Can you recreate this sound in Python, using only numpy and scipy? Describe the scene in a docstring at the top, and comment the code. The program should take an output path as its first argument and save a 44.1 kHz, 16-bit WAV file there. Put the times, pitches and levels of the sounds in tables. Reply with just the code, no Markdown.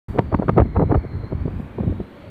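"""Stunt kite in strong wind

Large eddies thump the microphone and small ones flutter and rasp across its port, over a rumble;
the hardest overload the diaphragm with a snap. Behind them two kite lines shed vortices and whistle
thinly with their speed through the air, the kite hums as it turns, and wind rushes over an open field."""
import sys
import numpy as np
from scipy import signal
from scipy.fft import rfft, irfft
from scipy.io import wavfile
from scipy.ndimage import uniform_filter1d

SR = 44100
rng = np.random.default_rng(int(sys.argv[2]) if len(sys.argv) > 2 else 0)


def to_wav(sig):
    """Store sig (one row per channel, or 1-D mono) as 16-bit WAV at the path in sys.argv[1].

    Samples outside -1..1 are clipped; the rate is SR.
    """
    pcm = np.clip(np.atleast_2d(sig), -1, 1) * 32767
    pcm = np.round(pcm).astype(np.int16)
    wavfile.write(sys.argv[1], SR, pcm.T)  # frames by channels


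N = 101429
T = np.arange(N) / SR


def from_db(db):
    """Decibels to gain."""
    return 10 ** (np.asarray(db) / 20)


def rms_one(x):
    """Scale to rms 1."""
    return x / np.sqrt(np.mean(x ** 2) + 1e-20)


def in_time(rows):
    """Each column after time, interpolated to every sample."""
    times_s, *columns = np.transpose(rows)
    return [np.interp(T, times_s, column) for column in columns]


def bins_hz(size):
    """FFT bin frequencies."""
    return np.arange(size // 2 + 1) * SR / size


def bin_gains(spectrum, size):
    """Gain per FFT bin from (frequency [Hz], level [dB]) rows."""
    hz, db = np.transpose(spectrum)
    log_bins = np.log(np.maximum(bins_hz(size), 1))
    return from_db(np.interp(log_bins, np.log(hz), db))


def drift(rate_hz):
    """Smooth random wander up to about rate_hz; rms 1."""
    white = rfft(rng.standard_normal(N))
    return rms_one(irfft(white / (1 + (bins_hz(N) / rate_hz) ** 4), N))


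def coloured(spectrum):
    """Steady noise of the given spectrum; rms 1."""
    white = rfft(rng.standard_normal(N))
    return rms_one(irfft(white * bin_gains(spectrum, N), N))


def rumble():
    """Pressure noise of the flow on the microphone port."""
    # flow strength: (time [s], level [dB])
    flow = [(.08, -30.5), (.26, -31), (.45, -30), (.6, -19), (.72, -30), (.85, -23.5), (1.0, -28.5),
            (1.08, -40), (1.16, -24.5), (1.29, -39.5), (1.35, -30), (1.61, -29), (1.7, -40.5), (1.76, -38),
            (1.84, -23), (2.03, -35), (2.11, -55), (2.3, -38)]
    # pressure spectrum: (frequency [Hz], relative density [dB])
    spectrum = [(20, -28.5), (40, 1.5), (66, 2.5), (100, 1.5), (160, -3.5), (250, -6.5), (400, -25),
                (700, -35.5), (1500, -44), (4000, -75)]
    flow_db, = in_time(flow)
    noise = coloured(spectrum)
    envelope = np.sqrt(uniform_filter1d(noise ** 2, size=2200) + 1e-9)
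    return from_db(flow_db) * rms_one(noise / envelope)


def wavering_tone(curve, width_hz):
    """Vortex shedding: a narrow noise band, with weaker ones from neighbouring stretches either side."""
    spread, side_gain = .045, from_db(-9.5)
    hz, db = in_time(curve)
    out = 0
    for ratio, gain in ((1, 1), (1 - spread, side_gain), (1 + spread, side_gain)):
        phase = 2 * np.pi * np.cumsum(hz * ratio) / SR
        out += gain * (drift(width_hz) * np.cos(phase) + drift(width_hz) * np.sin(phase))
    return from_db(db) * rms_one(out)


def line_whistles():
    """Two whistles of shed vortices; the higher comes from the thin, fast stretch of line."""
    # whistles: (time [s], pitch [Hz], level [dB])
    high = [(.08, 4566, -70.5), (.3, 4530, -69.5), (.45, 4393, -66.5), (.62, 4247, -71), (.76, 4088, -68),
            (.88, 4060, -64.5), (.98, 4333, -66), (1.1, 4200, -64.5), (1.25, 4120, -60),
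            (1.36, 4306, -70.5), (1.6, 4820, -76), (1.72, 4176, -88), (1.88, 3700, -68.5),
            (2.02, 3910, -71.5), (2.13, 4350, -72), (2.3, 4490, -70)]
    low = [(.08, 2300, -60.5), (.3, 2256, -66.5), (.75, 2030, -56), (.98, 2212, -57.5), (1.24, 2020, -59),
           (1.55, 2492, -63), (1.82, 2320, -59.5), (2.05, 2246, -67), (2.3, 2330, -61)]
    return wavering_tone(high, width_hz=64) + wavering_tone(low, width_hz=190)


def line_rush():
    """Slow stretches of line whoosh through the air; faster ones hiss."""
    # envelopes: (time [s], level [dB])
    whoosh_level = [(.08, -45.5), (.3, -49), (.7, -52), (1.0, -48), (1.35, -47), (1.75, -48.5), (2.0, -49),
                    (2.1, -52.5), (2.3, -52.5)]
    hiss_level = [(.08, -59), (.6, -62.5), (1.1, -65), (1.55, -61), (1.9, -59), (2.08, -60), (2.22, -56),
                  (2.3, -58.5)]
    # spectra: (frequency [Hz], relative density [dB])
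    whoosh_spectrum = [(250, -2), (500, 4.5), (900, 3), (1400, -2.5), (1900, -5.5), (2300, -10),
                       (2700, -27.5), (4000, -38.5)]
    hiss_spectrum = [(900, -23.5), (1600, 2), (2300, -1.5), (2800, 1), (3500, -1.5), (4400, -8.5),
                     (4900, -20.5), (7000, -30)]
    whoosh_db, = in_time(whoosh_level)
    hiss_db, = in_time(hiss_level)
    return from_db(whoosh_db) * coloured(whoosh_spectrum) + from_db(hiss_db) * coloured(hiss_spectrum)


def field_wind():
    """Far rush of wind over the field, with a faint treble hiss."""
    # spectra: (frequency [Hz], relative density [dB])
    rush_spectrum = [(30, -9.5), (100, -3.5), (250, 4.5), (450, -4), (570, -9), (720, -16), (1100, -13.5),
                     (1900, -21), (2700, -39.5), (5000, -44), (9000, -53.5)]
    treble_spectrum = [(3000, -14), (5200, 3), (7000, 4.5), (9300, 8.5), (10400, -2), (11500, 4),
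                       (14000, 5), (16000, 1.5)]
    # hiss envelope: (time [s], level [dB])
    treble_level = [(.08, -63.5), (.2, -72), (.32, -83), (.5, -72.5), (.7, -88), (1.4, -85), (1.61, -70),
                    (1.72, -77), (1.95, -75), (2.3, -74.5)]
    rush_db = -43 - .5 * drift(rate_hz=8)
    treble_db, = in_time(treble_level)
    return from_db(rush_db) * coloured(rush_spectrum) + from_db(treble_db) * coloured(treble_spectrum)


def thumps():
    """Each large eddy pushes and pulls the diaphragm once or twice."""
    # large eddies: (time [s], envelope peak [dB], pitch [Hz])
    eddies = [(0.107, -21, 75), (0.196, -6.5, 148), (0.226, -31.5, 184), (.265, -22, 70), (0.335, -18, 90),
              (.348, -7, 204), (0.361, -15, 68), (0.397, -10.5, 191), (.458, -24.5, 85.5), (0.495, -9, 130),
              (.532, -16.5, 80), (0.557, -12, 100), (0.576, -8, 153.5), (.603, -7.5, 88), (0.624, -6.5, 86),
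              (0.694, -27.5, 76), (0.776, -9.5, 79), (0.79, -9, 191), (0.829, -7.5, 131.3),
              (0.863, -13, 110.5), (0.91, -8.5, 101), (0.926, -7, 293), (.96, -7.5, 119.6),
              (0.98, -8.5, 68.4), (1.065, -22, 111.6), (1.167, -20, 82), (1.244, -19.5, 115),
              (1.333, -20, 142), (1.354, -17.5, 78.6), (1.418, -17.5, 76), (1.46, -12.5, 131),
              (1.569, -18, 73), (1.603, -16.5, 170), (1.809, -13.5, 160), (1.877, -10, 130),
              (1.913, -15.5, 79), (2.012, -19.5, 153)]
    sigma_cycles = .52
    out = np.zeros(N)
    for (time_s, db, hz), phase_cycles in zip(eddies, rng.random(len(eddies))):
        cycles = (T - time_s) * hz
        envelope = np.exp(-.5 * (cycles / sigma_cycles) ** 2)
        out += from_db(db) * envelope * np.cos(2 * np.pi * (cycles + phase_cycles))
    return out


def flutters(size=8192):
    """Small eddies rasp across the port in brief bursts, bright at the peak and dull in the tails."""
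    # bursts: (time [s], half-width [s], level [dB], upper edge [Hz])
    bursts = [(0.155, 0.015, -28.5, 500), (0.189, 0.0079, -13, 920), (0.226, 0.0068, -34, 330),
              (.326, 0.0069, -23, 850), (.345, 0.0037, -16, 864), (0.395, 0.0064, -23, 650),
              (.427, 0.0073, -21.5, 800), (0.484, 0.0013, -13, 936), (.495, 0.0025, -10.5, 1050),
              (0.583, 0.0078, -8, 780), (.602, 0.0029, -9.5, 720), (.619, 0.0043, -13.5, 720),
              (0.658, 0.017, -33.5, 362), (0.768, 0.0077, -20, 880), (.797, 0.0069, -19.5, 730),
              (0.82, 0.0089, -14, 620), (.899, .005, -26.5, 650), (.917, 0.0082, -17.5, 860),
              (0.948, 0.0056, -16.5, 1007), (.967, 0.0093, -22.5, 520), (1.045, 0.0059, -30, 494),
              (1.13, 0.0091, -36.5, 344), (1.242, 0.0076, -33, 440), (1.323, 0.0091, -25, 466),
              (1.46, 0.0033, -24.5, 464), (1.48, 0.0055, -25.5, 537), (1.6, 0.0029, -24.5, 316),
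              (1.786, 0.0031, -20.5, 510), (1.806, 0.0067, -27.5, 600), (1.835, 0.0061, -26.5, 460),
              (1.88, 0.018, -25.5, 350), (1.925, 0.0036, -25.5, 328), (2.004, 0.0031, -20.5, 420),
              (2.017, 0.0044, -33, 314)]
    port_low_hz, port_top_hz = 139, 4200
    slope_db_per_octave, tail_edge_ratio, rough_db = 21, .58, 5
    hz, offsets = bins_hz(size), np.arange(size) - size // 2
    roughness = from_db(rough_db * drift(rate_hz=233))
    port = hz ** 2 / np.hypot(hz ** 2, port_low_hz ** 2) / np.hypot(1, (hz / port_top_hz) ** 2)
    out = np.zeros(N + 2 * size)
    for time_s, half_width_s, db, edge_hz in bursts:
        at = int(time_s * SR) + offsets
        swell = 1 / np.cosh(np.clip(1.05 * offsets / SR / half_width_s, -50, 50))
        eddies = rng.standard_normal(size) * swell * roughness.take(at, mode="wrap")
        spectrum = 0
        for share, top_hz in ((swell, edge_hz), (1 - swell, tail_edge_ratio * edge_hz)):
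            octaves = np.log2((hz + 1) / top_hz)
            spectrum += rfft(eddies * share) / np.hypot(1, from_db(slope_db_per_octave * octaves))
        burst = irfft(spectrum * port, size)
        out[at] += from_db(db) * burst * np.sqrt(np.sum(swell ** 2) / np.sum(burst ** 2))
    return out[:N]


def snaps(size=2048):
    """The hardest eddies overload the diaphragm, each with one brief, bright jolt."""
    # overloads: (time [s], peak [dB])
    overloads = [(0.1874, -10), (.1922, -8), (0.3474, -10.5), (.494, -10), (0.577, -14.5), (.5812, -10),
                 (0.6007, -4.5), (.609, -15.5)]
    # jolt spectrum: (frequency [Hz], relative density [dB])
    spectrum = [(150, -8), (700, 6.5), (1300, -4.5), (2200, -8.5), (3200, -20.5), (5000, -34.5),
                (8000, -47), (15000, -51)]
    gains = bin_gains(spectrum, size)
    out = np.zeros(N)
    for (time_s, peak_db), phase_cycles in zip(overloads, rng.random(len(overloads))):
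        pulse = irfft(gains * np.exp(2j * np.pi * phase_cycles), size)
        jolt = np.roll(pulse, size // 2) * np.hanning(size)
        start = int(time_s * SR) - size // 2
        out[start:start + size] += from_db(peak_db) * jolt / np.abs(jolt).max()
    return out


def kite_hum():
    """The kite hums faintly as it turns, swelling near the end."""
    # hum: (time [s], pitch [Hz], level [dB])
    hum = [(1.9, 514, -69), (2.1, 540.7, -54.5), (2.26, 591, -45), (2.3, 587, -52)]
    return wavering_tone(hum, width_hz=35)


def casing(x):
    """Weak resonances of casing and port colour the buffeting."""
    # resonances: (frequency [Hz], width [Hz], boost [dB])
    modes = [(187, 14, 2.5), (297, 30, 3), (394, 44, 3.5), (647, 13, 1), (730, 30, 1), (930, 28, 2.5),
             (1244, 120, 4), (1500, 350, 0)]
    for hz, width_hz, boost_db in modes:
        radius = np.exp(-np.pi * width_hz / SR)
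        numerator = (1 - radius ** 2) / 2 * np.array([1, 0, -1])
        denominator = [1, -2 * radius * np.cos(2 * np.pi * hz / SR), radius ** 2]
        x = x + (from_db(boost_db) - 1) * signal.lfilter(numerator, denominator, x)
    return x


def diaphragm(x):
    """The sluggish diaphragm rounds off hard pushes and dulls their edges."""
    max_swing, corner_hz, treble_db = .88, 2220, -5
    swing = max_swing * np.tanh(x / max_swing)
    lows = signal.sosfilt(signal.butter(1, corner_hz, fs=SR, output="sos"), swing)
    return lows + from_db(treble_db) * (swing - lows)


def scene():
    """Wind on the port, with kite and field behind; mono."""
    buffeting = diaphragm(casing(rumble() + thumps() + flutters() + snaps()))
    kite = line_whistles() + kite_hum() + line_rush()
    return (buffeting + kite + field_wind())[None]


def record(dry):
    """Brief silence, fast fade-in, steep low-pass."""
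    start_s, fade_s, cutoff_hz = .083, .002, 15400
    opened = dry * np.clip((T - start_s) / fade_s, 0, 1)
    return signal.sosfilt(signal.ellip(10, .1, 80, cutoff_hz, fs=SR, output="sos"), opened)


dry = scene()
out = record(dry)
to_wav(out)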